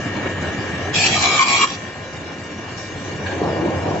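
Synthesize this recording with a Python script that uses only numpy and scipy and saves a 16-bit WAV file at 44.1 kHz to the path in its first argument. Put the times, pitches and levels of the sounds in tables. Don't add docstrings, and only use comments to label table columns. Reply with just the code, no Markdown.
import sys
import numpy as np
from scipy import signal
from scipy.fft import rfft, irfft
from scipy.io import wavfile
from scipy.ndimage import uniform_filter1d, map_coordinates

SR = 44100
rng = np.random.default_rng(int(sys.argv[2]) if len(sys.argv) > 2 else 0)


def dump_mix(stems):
    frames = np.atleast_2d(stems).T
    limited = np.clip(frames, -1, 1)
    pcm = np.round(limited * 32767).astype(np.int16)
    wavfile.write(sys.argv[1], SR, pcm)


N = 176400
T = np.arange(N) / SR
F = np.fft.rfftfreq(N, 1 / SR) + 1e-3
SIDE = np.array([[1], [-1]])
SPINDLE_HZ, LOADED_HZ = 65.37, 64.65
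MORPH_S = .95, 1.4

# nominal pitch in Hz, early and late level in dB.
SPINDLE_PARTIALS = [(523, -48, -51), (1046, -61, -49), (1177, -54, -68.5), (1242, -61, -60.5),
                    (1307, -48.5, -60.5), (1438, -57.5, -51.5), (1634, -42.5, -47), (1700, -41, -53),
                    (1830, -38.5, -46), (1961, -50, -61.5), (2157, -62, -62.5), (2353, -48, -50.5),
                    (2615, -56.5, -61.5), (2811, -47.5, -69), (3072, -51, -76.5)]
MOTOR_PARTIALS = [(2326, -50.5, -51), (2730, -65, -55), (2860, -48, -49.5), (3700, -64.5, -60.5),
                  (6480, -59.5, -62.5)]
# frequency in Hz, relative level in dB.
DRONE_EQ = [(25, -24), (50, -18.5), (70, -14), (100, -2.5), (160, -2.5), (220, -5), (340, -4), (520, -8.5),
            (720, -10), (900, -13.5), (1150, -13.5), (1350, -18), (1750, -12), (2070, -19), (2330, -12.5),
            (2530, -24), (2850, -13.5), (3100, -23), (3500, -22)]
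SPRAY_EQ = [(1500, -25), (3300, 3), (4400, -0.5), (5700, 2), (7500, -3.5)]
RASP_EQ = [(200, -3.5), (500, -10.5), (900, -10.5), (1500, -4.5), (1900, -2.5), (2600, 3.5), (3300, 0),
           (4200, 0), (5600, -0.5), (6400, -2.5), (7500, -29)]
ROLLER_EQ = [(40, -33), (90, -4.5), (160, 1), (320, -6), (560, -0.5), (800, -5), (1100, -11), (1500, -32),
             (2600, -31), (4000, -46)]
# time in seconds, gain in dB.
WHINE_RIDE = [(0, 2), (.9, 2), (2.0, 1.5), (2.2, -1), (3.1, 1), (3.7, 5), (4, 1)]
TICK_RIDE = [(0, -57.5), (1.6, -51.5), (1.85, -38), (2.1, -57), (2.3, -47.5), (4, -57)]
DRONE_RIDE = [(0, -25), (.15, -25), (.45, -25.5), (.9, -26.5), (1.3, -27), (1.7, -32), (2.3, -32.5),
              (2.9, -31), (3.2, -29), (4, -29)]
BOOM_RIDE = [(0, -34), (.9, -31.5), (1.15, -34), (1.4, -47.5), (2.2, -39.5), (2.6, -42.5), (3.2, -34.5),
             (4, -34)]
SPRAY_RIDE = [(0, -38.5), (.9, -39), (1.85, -41.5), (2.5, -41), (3, -38.5), (4, -40)]
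ROLLER_RIDE = [(2.9, -46.5), (3.2, -39), (3.3, -29.5), (3.405, -28.5), (3.43, -20.5), (3.55, -24),
               (3.65, -22.5), (3.8, -25.5), (3.93, -21.5), (4, -24.5)]
# start in seconds, pitch in Hz, gain in dB.
FRAME_HITS = [(.585, 105, -18), (2.765, 115, -24), (3.416, 420, -2.5), (3.501, 400, -7), (3.908, 300, -13)]
# time in seconds, gain in dB.
CONTACT_RIDE = [(.925, -50), (.94, -26), (.962, -22.5), (1.01, -26.5), (1.065, -20), (1.11, -25.5),
                (1.135, -21.5), (1.2, -24), (1.25, -20), (1.29, -25.5), (1.34, -23), (1.43, -22.5),
                (1.455, -29.5), (1.5, -22), (1.57, -22.5), (1.605, -23.5), (1.62, -18), (1.645, -22),
                (1.66, -31.5), (1.75, -35), (1.81, -71.5)]
ENTRY_RIDE = [(.935, -41), (.958, -20), (1.0, -18.5), (1.065, -15), (1.095, -30.5), (1.13, -25.5),
              (1.17, -41)]
LOW_RIDE = [(.93, -69), (.95, -34.5), (1.04, -27), (1.1, -31), (1.165, -24.5), (1.2, -32), (1.26, -20.5),
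            (1.29, -36), (1.35, -25), (1.4, -42), (1.53, -27.5), (1.6, -38), (1.7, -56.5)]
MID_RIDE = [(1.13, -56), (1.17, -38), (1.26, -25), (1.34, -34), (1.385, -31.5), (1.42, -24), (1.46, -25),
            (1.6, -31), (1.64, -21), (1.66, -30), (1.8, -72)]
UPPER_MID_RIDE = [(1.14, -47.5), (1.165, -21.5), (1.2, -32), (1.26, -30.5), (1.37, -22), (1.42, -30.5),
                  (1.5, -39), (1.64, -24.5), (1.67, -52.5)]
HIGH_RIDE = [(1.11, -38), (1.145, -20), (1.2, -30.5), (1.25, -19), (1.3, -21), (1.38, -24), (1.396, -15),
             (1.43, -22.5), (1.455, -25), (1.5, -20), (1.57, -19), (1.595, -22), (1.64, -19), (1.665, -41),
             (1.8, -57)]
# pitch and half-width in Hz, relative dB on entry and along the edge.
GLASS_MODES = [(2340, 37, 3, -18), (2484, 19, 3.5, -15.5), (2616, 33, 4.5, -7.5), (2875, 40, -1.5, -8),
               (3283, 38, -9, 4.5), (3630, 19, -2.5, -9.5), (3980, 42, -17.5, 2), (4380, 16, -1, -8.5),
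               (4610, 22, 0.5, -8), (5106, 110, -17, -1.5), (5800, 23, 0, -1), (6810, 80, -5.5, 0.5),
               (7363, 100, 3.5, 1.5)]
# start and length in seconds, pitch in Hz, level in dB, waver as a share of pitch.
SQUEAL_CUES = [(1.392, .044, 1094, -14.5, .018), (1.478, .085, 1098, -20, .005),
               (1.595, .03, 1100, -22.5, .006), (1.629, .018, 1103, -14.5, .01)]
# time in seconds, level in dB relative to the rumble.
BED_RIDE = [(3.4, -4.5), (3.55, -9.5), (3.65, 4), (3.75, -8.5), (4, -11)]
# pitch in Hz, half-width in Hz, relative level in dB.
CLAMP_MODES = [(1630, 50, 12), (2350, 270, 1), (2950, 200, -3), (3670, 400, -2), (4400, 70, -4)]
# start in seconds, level in dB.
CLAMP_HITS = [(3.259, -26), (3.31, -33)]
# frequency in Hz, left-right correlation.
CORRELATION = [(30, .94), (80, .98), (130, .97), (240, .95), (470, .84), (940, .6), (1860, .35), (3700, .1),
               (7400, .25)]
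# frequency in Hz, left minus right in dB.
BALANCE = [(60, -1.1), (250, -0.7), (550, 0.5), (1000, 2), (2000, 1.7), (4000, -1), (7400, 0.5)]


def undb(db):
    return 10 ** (np.asarray(db) / 20)


def unit(x):
    return x / np.sqrt(np.mean(x ** 2))


def fader(points):
    return undb(np.interp(T, *np.array(points).T))


def passage(points):
    return fader(points) * (T > points[0][0]) * (T < points[-1][0])


def over_hz(points):
    hz, value = np.array(points).T
    return np.interp(np.log(F), np.log(hz), value)


def resonance(hz, half_width_hz):
    return 1 / (1 + 1j * (F / hz - hz / F) * hz / half_width_hz / 2) ** 2


def noise(response):
    mid, side = rng.standard_normal((2, 2 * len(F))).view(complex)
    likeness = over_hz(CORRELATION)
    stereo = mid * np.sqrt(1 + likeness) + side * np.sqrt(1 - likeness) * SIDE
    return unit(irfft(response * stereo, N))


def ringing(modes):
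    return noise(sum(undb(db) / np.sqrt(width) / (1 + ((F - hz) / width) ** 2)
                     for hz, width, db in modes))


def walk(rate_hz):
    steps = rng.standard_normal(N // 20)
    return unit(np.interp(2 * rate_hz * T, np.arange(len(steps)), steps))


def burst(start, attack, hold, decay):
    return np.clip((T - start) / attack, 0, 1) * np.exp(-np.maximum(T - start - hold, 0) / decay)


def shimmer(x, depth_db, patch_hz=130, patch_s=.06):
    hz, times, spectrum = signal.stft(x, SR, nperseg=1024)
    field = rng.standard_normal((int(hz[-1] / patch_hz) + 2, int(times[-1] / patch_s) + 2))
    db = depth_db * map_coordinates(field, np.meshgrid(hz / patch_hz, times / patch_s, indexing="ij"))
    return unit(signal.istft(spectrum * undb(np.minimum(db, 2 * depth_db)), SR)[1][:, :N])


def from_left(x, lag_s):
    return np.array([x[0], np.interp(T - lag_s, T, x[1])])


def even(x):
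    return x / np.sqrt(uniform_filter1d(np.mean(x ** 2, axis=0), 2 * int(SR / LOADED_HZ)))


def spindle_whine(shaft_angle):
    whine = 0
    for hz, *levels in SPINDLE_PARTIALS:
        phase = .5 * (rng.standard_normal() + walk(1.4) * SIDE / 2)
        gain = undb(np.interp(T, MORPH_S, levels) + .8 * walk(8.3))
        whine += gain * np.sin(round(hz / SPINDLE_HZ) * shaft_angle + phase)
    return np.sqrt(2) * from_left(whine, lag_s=.00008) * fader(WHINE_RIDE)


def wheel_ticks(shaft_angle):
    pulses = np.diff(shaft_angle // (2 * np.pi), prepend=0) * undb(3.5 * walk(30))
    return unit(irfft(rfft(pulses) * resonance(1710, 280), N)) * fader(TICK_RIDE)


def motor_tones():
    clock = 2 * np.pi * np.cumsum(1 + .0009 * walk(20)) / SR
    tones = 0
    for hz, *levels in MOTOR_PARTIALS:
        phase = rng.standard_normal((2, 1)) / 2
        tones += undb(np.interp(T, MORPH_S, levels)) * np.sin(hz * clock + phase)
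    return np.sqrt(2) * tones


def hall_drone():
    roar = noise(undb(over_hz(DRONE_EQ)) / (1 + (F / 3800) ** 6))
    return shimmer(roar, depth_db=2) * undb(1.18 * walk(26)) * fader(DRONE_RIDE)


def frame_boom():
    return noise(resonance(92.7, 10.2)) * fader(BOOM_RIDE)


def coolant_spray():
    hiss = shimmer(noise(undb(over_hz(SPRAY_EQ))), depth_db=6)
    return hiss * undb(walk(44)) * fader(SPRAY_RIDE)


def frame_knocks():
    knocks = 0
    for start, hz, db in FRAME_HITS:
        cycles = np.maximum(T - start, 0) * hz
        envelope = np.minimum(2 * cycles, 1) * np.exp(-cycles / .89)
        knocks += undb(db) * np.sin(2 * np.pi * cycles) * envelope
    return knocks


def grit_comb(feedback=.78):
    return 1 / (1 - feedback * np.exp(-2j * np.pi * F / LOADED_HZ) / (1 + (F / 3800) ** 4))


def wheel_rasp():
    bite = unit(undb(1.4 * walk(450)) * (1 + .12 * np.sin(2 * np.pi * LOADED_HZ * T)))
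    scrape = noise(grit_comb() * undb(over_hz(RASP_EQ)) * F / (F + 150))
    glass = ringing([(hz, width, db) for hz, width, _, db in GLASS_MODES])
    rasp = even(shimmer(scrape, depth_db=6)) + even(shimmer(glass, depth_db=5.5))
    return rasp * bite * passage(CONTACT_RIDE)


def pane_rings():
    def ring(hz, half_width_hz, ride):
        return even(noise(grit_comb() * resonance(hz, half_width_hz))) * passage(ride)
    return (ring(761, 90, LOW_RIDE) + ring(1069, 83, MID_RIDE)
            + ring(1201, 29, UPPER_MID_RIDE) + ring(2325, 80, HIGH_RIDE))


def entry_whistle():
    return even(ringing([(hz, width, db) for hz, width, db, _ in GLASS_MODES])) * passage(ENTRY_RIDE)


def squeals():
    chatter = 0
    for start, length, hz, db, waver in SQUEAL_CUES:
        phase = 2 * np.pi * np.cumsum(hz * (1 + waver * walk(98))) / SR
        tone = np.sin(phase) + undb(-11) * np.sin(2 * phase)
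        rough = unit(tone * undb(.75 * walk(120)))
        chatter += undb(db) * rough * burst(start, attack=.002, hold=length, decay=.004)
    return from_left([chatter, chatter], lag_s=.00017)


def valve_vent():
    air = shimmer(noise(resonance(5300, 2300)), depth_db=5)
    return undb(-38.5) * air * burst(start=2.772, attack=.003, hold=.08, decay=.025)


def rollers():
    bed = even(noise(resonance(321, 27))) * fader(BED_RIDE)
    rumble = noise(undb(over_hz(ROLLER_EQ)))
    judder = unit(undb(1.1 * walk(47)))
    return from_left((rumble + bed) * judder * passage(ROLLER_RIDE), lag_s=.00012)


def clamp_clank():
    hits = sum(undb(db) * burst(start, attack=.004, hold=.012, decay=.032) for start, db in CLAMP_HITS)
    return even(ringing(CLAMP_MODES)) * hits


def hall(x, t60_s=1, wet_db=-19):
    tail = rng.standard_normal((2, N)) * burst(.01, attack=.012, hold=0, decay=t60_s / np.log(1000))
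    tail /= np.sqrt(np.sum(tail ** 2, axis=1, keepdims=True))
    return x + undb(wet_db) * signal.fftconvolve(x, tail, axes=1)[:, :N]


def scene():
    shaft_angle = 2 * np.pi * np.cumsum(SPINDLE_HZ * (1 + .0006 * walk(4))) / SR
    machine = spindle_whine(shaft_angle) + wheel_ticks(shaft_angle) + motor_tones()
    backdrop = hall_drone() + frame_boom() + coolant_spray()
    grinding = wheel_rasp() + pane_rings() + entry_whistle() + squeals()
    handling = frame_knocks() + valve_vent() + rollers() + clamp_clank()
    mix = machine + backdrop + hall(grinding + handling)
    return irfft(rfft(mix) * undb(SIDE * over_hz(BALANCE) / 2), N)


def record(dry, ceiling=.85, top_hz=7650):
    rounded = dry / (1 + (dry / ceiling) ** 6) ** (1 / 6)
    return signal.sosfilt(signal.ellip(12, .1, 85, top_hz, fs=SR, output="sos"), rounded)


dry = scene()
out = record(dry)
dump_mix(out)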